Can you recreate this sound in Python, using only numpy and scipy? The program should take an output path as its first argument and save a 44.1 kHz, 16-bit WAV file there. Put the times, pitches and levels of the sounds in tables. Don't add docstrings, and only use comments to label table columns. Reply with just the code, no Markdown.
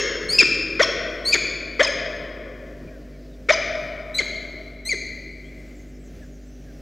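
import sys
import numpy as np
from scipy import signal
from scipy.fft import rfft, irfft, next_fast_len
from scipy.io import wavfile
from scipy.ndimage import uniform_filter1d, minimum_filter1d

SR = 44100
rng = np.random.default_rng(int(sys.argv[2]) if len(sys.argv) > 2 else 0)


def wav_record(signal):
    frames = np.transpose(np.atleast_2d(signal))
    bounded = np.clip(frames, -1, 1)
    quanta = np.round(bounded * 32767).astype(np.int16)
    wavfile.write(sys.argv[1], SR, quanta)


N = 300321

LEAD_S = 0.25
TOP_HZ = 15700
OVERLAP_S = 0.005
YELP_KNEE_SHARE, YELP_END_SHARE = 0.96, 0.885


def undb(db):
    return 10 ** (np.asarray(db) / 20)


def unit(x):
    return x / np.sqrt(np.mean(x ** 2) + 1e-18)


def at_hz(points, hz):
    f, value = np.transpose(points)
    return np.interp(np.log(np.maximum(hz, 1)), np.log(f), value)


def colour(x, points):
    size = next_fast_len(2 * len(x))
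    gain = undb(at_hz(points, np.fft.rfftfreq(size, 1 / SR)))
    return irfft(rfft(x, size) * gain, size)[:len(x)]


def wander(size, rate):
    steps = np.arange(size) * rate / SR
    return np.interp(steps, np.arange(size), rng.standard_normal(size))


def add(track, start, sound):
    i = max(int(start * SR), 0)
    track[i:i + len(sound)] += sound[:max(len(track) - i, 0)]


def swell(u, crest, fullness):
    arch = np.interp(u, [0, np.clip(crest, .05, .95), 1], [0, .5, 1])
    return np.sin(np.pi * arch).clip(0) ** fullness


def background(mains_hz=50, flutter_db=1.65):
    # pitch_hz [Hz], level_db [dB rms]
    hum_lines = [(50, -42), (150, -53.5), (200, -61.5), (250, -49.5), (300, -54.5), (350, -62), (400, -59)]
    # frequency_hz [Hz], relative_level_db [dB]
    air_spectrum = [(20, -36.5), (50, -21.5), (76, -6.5), (105, -15.5), (145, -11.5), (200, -13),
                    (260, -12.5), (350, -19), (600, -17), (950, -40), (1750, -30), (3700, -39.5),
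                    (6000, -39), (9200, -51), (15500, -49)]
    air_db = -48
    t = np.arange(N) / SR
    hum = np.zeros(N)
    for hz, db in hum_lines:
        cycles = round(hz / mains_hz) * mains_hz * t + rng.random()
        hum += undb(db) * unit(np.sin(2 * np.pi * cycles))
    air = unit(colour(rng.standard_normal(N), air_spectrum))
    return hum + air * undb(air_db + flutter_db * wander(N, 6))


def chup_notes(start, cluck_s, cluck_hz, cluck_db, creak_hz, creak_end_hz, creak_db):
    start_share, cluck_to_hz = 0.7, 688
    creak_s = 0.03874
    cluck_overtones_db, cluck_rasp_db = -1, -4.5
    creak_overtones_db, creak_rasp_db = 2, -5.5
    return [
        ("cluck", start, cluck_s, cluck_hz * start_share, cluck_hz, cluck_to_hz,
         cluck_db, cluck_db + cluck_overtones_db, cluck_db + cluck_rasp_db),
        ("creak", start + cluck_s - OVERLAP_S, creak_s,
         creak_hz, (creak_hz + creak_end_hz) / 2, creak_end_hz,
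         creak_db, creak_db + creak_overtones_db, creak_db + creak_rasp_db)]


def yip_notes(start, length, hz, db):
    overtones_db, rasp_db = -8, -18.5
    return [("yelp", start, length, hz, hz * YELP_KNEE_SHARE, hz * YELP_END_SHARE,
             db, db + overtones_db, db + rasp_db)]


def ee_chip_notes(start, squeal_s, break_s, top_hz, yelp_hz,
                  squeal_db, overtones_db, break_db, yelp_db, harsh_db):
    rest_hz, start_share, knee_share = 1890, 0.33, 0.82
    squeal_rasp_db = -6.5
    slide_hz_per_s, slide_knee_share = 9500, 0.75
    break_lead_db, break_rasp_db = 1.5, -8.5
    yelp_s, yelp_overtones_db, yelp_rasp_db = 0.023, -7, -12
    close_delay_s, close_s = 0.012, 0.029
    close_from_hz, close_knee_hz, close_to_hz = 660, 452.1, 247
    close_lead_db, close_overtones_db, close_rasp_db = -13.5, -11, -11
    break_at = start + squeal_s
    yelp_at = break_at + break_s
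    climb = top_hz - rest_hz
    slide = slide_hz_per_s * break_s
    return [
        ("squeal", start, squeal_s + OVERLAP_S,
         rest_hz + start_share * climb, rest_hz + knee_share * climb, top_hz,
         squeal_db, overtones_db, overtones_db + squeal_rasp_db + harsh_db),
        ("yelp", break_at, break_s + OVERLAP_S,
         yelp_hz + slide, yelp_hz + slide_knee_share * slide, yelp_hz,
         break_db + break_lead_db, break_db, break_db + break_rasp_db + harsh_db),
        ("yelp", yelp_at, yelp_s, yelp_hz, yelp_hz * YELP_KNEE_SHARE, yelp_hz * YELP_END_SHARE,
         yelp_db, yelp_db + yelp_overtones_db, yelp_db + yelp_rasp_db + harsh_db),
        ("cluck", yelp_at + close_delay_s, close_s, close_from_hz, close_knee_hz, close_to_hz,
         yelp_db + close_lead_db, yelp_db + close_overtones_db + harsh_db,
         yelp_db + close_rasp_db + harsh_db)]


def notes_in(name):
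    # start_s [s], cluck_length_s [s], cluck_knee_hz [Hz], cluck_db [dB],
    # creak_start_hz [Hz], creak_end_hz [Hz], creak_db [dB]
    chups = [ (-0.125, 0.036, 459.4, -13.5, 1110, 1050, -16), (0.792, 0.026, 503, -13.5, 1210, 1040, -20),
             (1.792, 0.034, 532.3, -14.5, 1145, 972.4, -23), (3.486, 0.032, 522.7, -13.5, 1146, 955, -25.5)]
    # start_s [s], length_s [s], pitch_hz [Hz], level_db [dB]
    yips = [(-0.012, 0.028, 2880, -28), (1.866, 0.017, 2655, -21.5)]
    # start_s [s], squeal_length_s [s], break_length_s [s], squeal_top_hz [Hz],
    # yelp_hz [Hz], squeal_db [dB], squeal_overtones_db [dB], break_db [dB], yelp_db [dB], harshness_db [dB]
    ee_chips = [ (0.285, 0.1, 0.010, 2520, 2558, -21.5, -34, -10.5, -8.5, -2.5),
                (1.247, 0.075, 0.007, 2328, 2452, -21.5, -35, -22.5, -12.5, 0),
                (4.14, 0.042, 0.002, 2026, 2276, -26, -38.5, -24.5, -17.5, -2.5),
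                (4.849, 0.040, 0.024, 2164, 2181, -31, -32.5, -25.5, -19.5, -11)]
    notes = []
    for rule, calls in [(ee_chip_notes, ee_chips), (chup_notes, chups), (yip_notes, yips)]:
        for call in calls:
            notes += [note for voice, *note in rule(*call) if voice == name]
    return notes


def register(notes, throat, order, knee, crest, rasp_crest, fullness, jitter, shimmer_db, rasp_tilt_db,
             attack_s, waver=.008, waver_hz=110, jitter_hz=700):
    out = np.zeros(N + int(LEAD_S * SR))
    for start, length, first_hz, knee_hz, last_hz, lead_db, rest_db, rasp_db in notes:
        size = int(length * SR)
        u = np.arange(size) / size
        pitch = np.interp(u, [0, knee, 1], [first_hz, knee_hz, last_hz])
        uneven = jitter * wander(size=8192, rate=jitter_hz) + waver * wander(size=8192, rate=waver_hz)
        phase = 2 * np.pi * np.cumsum(pitch * (1 + uneven[:size])) / SR
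        shake = [shimmer_db * wander(size=8192, rate=2 * waver_hz)[:size] for _ in range(8)]
        rest = np.zeros(size)
        for k in range(1, int(TOP_HZ / pitch.max()) + 1):
            if k != order:
                gain = undb(at_hz(throat, k * pitch) + shake[k % len(shake)])
                rest += gain * np.cos(k * phase + np.sqrt(k) * np.pi)
        puffs = rng.standard_normal(8192)[:size] * (1 + np.cos(phase))
        rasp = colour(colour(puffs, throat), [(6000, 0.0074), (12000, rasp_tilt_db)])
        lead = unit(np.cos(order * phase) * undb(shake[order] / 2))
        lead = undb(lead_db) * lead * swell(u, crest, fullness)
        edge = undb(rest_db) * unit(rest) + undb(rasp_db) * unit(rasp)
        edge = edge * swell(u, rasp_crest, fullness)
        attack = 1 - np.exp(-u * length / attack_s)
        add(out, start + LEAD_S, (lead + edge) * attack)
    return out


def falcon():
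    # frequency_hz [Hz], relative_level_db [dB]
    squeal_throat = [(2100, -4.5), (3200, -2.5), (5900, -10.5), (6500, 0.5), (7400, -10), (8200, 2),
                     (9400, -2), (10200, -22.5), (11200, -7.5), (12200, -14.5), (14000, -27),
                     (15500, -40.5)]
    yelp_throat = [(1500, -11.5), (2400, 0.5), (3400, 1.5), (4400, 0.5), (5200, 2), (5700, -5.5), (6350, 1),
                   (7000, -1.5), (7800, -22), (9500, -22.5), (12000, -35), (15000, -53)]
    cluck_throat = [(150, -14.5), (320, -18), (850, -15.5), (1200, -5), (1750, 5.5), (2200, 6), (2800, -15),
                    (3350, -1), (4100, -16), (5200, -15.5), (7200, -22.5), (8500, -41), (15000, -58)]
    creak_throat = [(600, -20), (1100, 2), (2200, -10.5), (3300, -1), (4300, -5), (5700, -4.5),
                    (6700, -3.5), (7800, -29.5), (9500, -30), (15000, -47)]
    squeal = register(notes_in("squeal"), squeal_throat, order=2, knee=0.48, crest=0.41, rasp_crest=0.35,
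                      fullness=0.42, jitter=0.014, shimmer_db=4.5, rasp_tilt_db=-6, attack_s=.005)
    yelp = register(notes_in("yelp"), yelp_throat, order=1, knee=.35, crest=0.25, rasp_crest=0.47,
                    fullness=0.48, jitter=.016, shimmer_db=7.5, rasp_tilt_db=4.5, attack_s=0.0014)
    cluck = register(notes_in("cluck"), cluck_throat, order=1, knee=.4, crest=0.67, rasp_crest=0.47,
                     fullness=0.59, jitter=0.053, shimmer_db=7.0, rasp_tilt_db=-1.0, attack_s=0.0029)
    creak = register(notes_in("creak"), creak_throat, order=5, knee=.35, crest=0.73, rasp_crest=0.29,
                     fullness=0.94, jitter=0.026, shimmer_db=11, rasp_tilt_db=-2.5, attack_s=.002)
    return squeal + yelp + cluck + creak


def hollow(x, wet_db, build_s, echo_s, echo_db):
    # frequency_hz [Hz], t60_s [s to fall 60 dB]
    decay_times = [(300, 6), (600, 3.5), (1200, 2.5), (2200, 1.89), (3300, 1.5), (4600, 1.1844),
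                   (6500, 0.8255), (9000, 0.5), (14000, 0.7)]
    # frequency_hz [Hz], relative_level_db [dB]
    ring_colour = [(150, 4.5), (320, 3), (520, -7), (690, 1), (860, -7.5), (1150, -2.5), (2300, 0.5),
                   (2900, 1), (3400, 2.5), (5200, 2), (7000, 2.5), (12000, -3.5)]
    size = 3 * SR
    t, hz = np.arange(size) / SR, np.fft.rfftfreq(size, 1 / SR)
    noise = rfft(rng.standard_normal(size))
    centres, t60s = np.transpose(decay_times)
    response = np.zeros(size)
    for band, t60 in zip(np.eye(len(centres)), t60s):
        band_noise = irfft(noise * at_hz(np.c_[centres, band], hz), size)
        response += band_noise * np.exp(-np.log(1000) * t / t60)
    build_up = 1 - np.exp(-t / build_s)
    response = colour(response, ring_colour) * build_up * undb(wet_db) / np.sqrt(SR)
    out = signal.fftconvolve(x, response)[:len(x)]
    echo = colour(x, [(650, -3.5), (1500, -10.0), (6000, -20.5)])
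    add(out, echo_s, undb(echo_db) * echo)
    return out


def shuffles():
    # start_s [s], length_s [s], level_db [dB before the swell]
    shifts = [(0.222, 0.24, -39), (0.85, 0.66, -53), (2.804, 0.12, -41)]
    floor_colour = [(50, -12.5), (85, -7.5), (170, -2.5), (300, -9.0), (900, -33.5), (4000, -58.5)]
    out = np.zeros(N)
    for start, length, db in shifts:
        u = np.linspace(0, 1, int(length * SR))
        rumble = colour(rng.standard_normal(SR), floor_colour)[:len(u)]
        add(out, start, undb(db) * unit(rumble) * swell(u, crest=0.22, fullness=1.5))
    return out


def songbirds(warble=0.03, warble_hz=1000, spread=0.092, scatter_db=2.5, count=260):
    # start_s [s], length_s [s], start_hz [Hz], end_hz [Hz], level_db [dB before the swell]
    whistles = [(2.867, 0.035, 2480, 2250, -51), (2.898, 0.088, 1760, 1460, -55.5),
                (3.117, 0.062, 2400, 2096, -60), (3.311, 0.05, 3900, 3520, -61.5),
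                (5.43, 0.076, 3060, 3440, -59), (6.212, 0.044, 1814, 1570, -51.5),
                (6.66, 0.063, 1770, 1476, -58)]
    # start_s [s], length_s [s],
    # centre_start_hz [Hz], centre_end_hz [Hz], peak_note_db [dB before scatter and swell]
    twitter_bouts = [(2.4, 1.7, 5000, 3996, -76.5), (5.1, 2.1, 7450, 5310, -71.5)]
    note_s = 0.06
    chirps = list(whistles)
    for start, length, from_hz, to_hz, db in twitter_bouts:
        for u, (high, slur, loud) in zip(rng.random(count), rng.standard_normal((count, 3))):
            hz = (from_hz + (to_hz - from_hz) * u) * np.exp(spread * high)
            end_hz = hz * np.exp(.06 * slur)
            bout_db = 20 * np.log10(np.sin(np.pi * u))
            chirps.append((start + u * length, note_s, hz, end_hz, db + bout_db + scatter_db * loud))
    out = np.zeros(N)
    for start, length, first_hz, last_hz, db in chirps:
        u = np.linspace(0, 1, int(length * SR))
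        glide = first_hz + (last_hz - first_hz) * u
        pitch = glide * (1 + warble * wander(size=8192, rate=warble_hz)[:len(u)])
        tone = unit(np.sin(2 * np.pi * np.cumsum(pitch) / SR))
        add(out, start, undb(db) * tone * np.sin(np.pi * u))
    return out


def limit(x, size=129):
    gain = 1 / np.maximum(np.abs(x).max(axis=0), 1)
    return x * uniform_filter1d(minimum_filter1d(gain, size), size)


def scene():
    # frequency_hz [Hz], difference_db [dB]
    mic_balance = [(200, 0), (400, 2.4), (700, 2), (1290, 4.5), (2380, 3.5), (4400, 1.5), (6500, -0.55),
                   (9000, 2)]
    voice = falcon()
    ring = hollow(voice, wet_db=5.5, build_s=0.014, echo_s=0.088, echo_db=-11)
    calls = (voice + ring)[-N:]
    hz, db = np.transpose(mic_balance)
    placed = np.array([colour(calls, np.c_[hz, side * db / 2]) for side in (1, -1)])
    return placed + shuffles() + songbirds() + background()


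def record(dry):
    # start_s [s], length_s [s]
    dropouts = [(0.3283, 0.0014), (1.3489, 0.0024), (4.2526, 0.0026)]
    out = dry.copy()
    for start, length in dropouts:
        out[:, int(start * SR):int((start + length) * SR)] *= .05
    top_cut = signal.ellip(8, .2, 70, TOP_HZ, fs=SR, output="sos")
    return signal.sosfilt(top_cut, limit(out))


dry = scene()
out = record(dry)
wav_record(out)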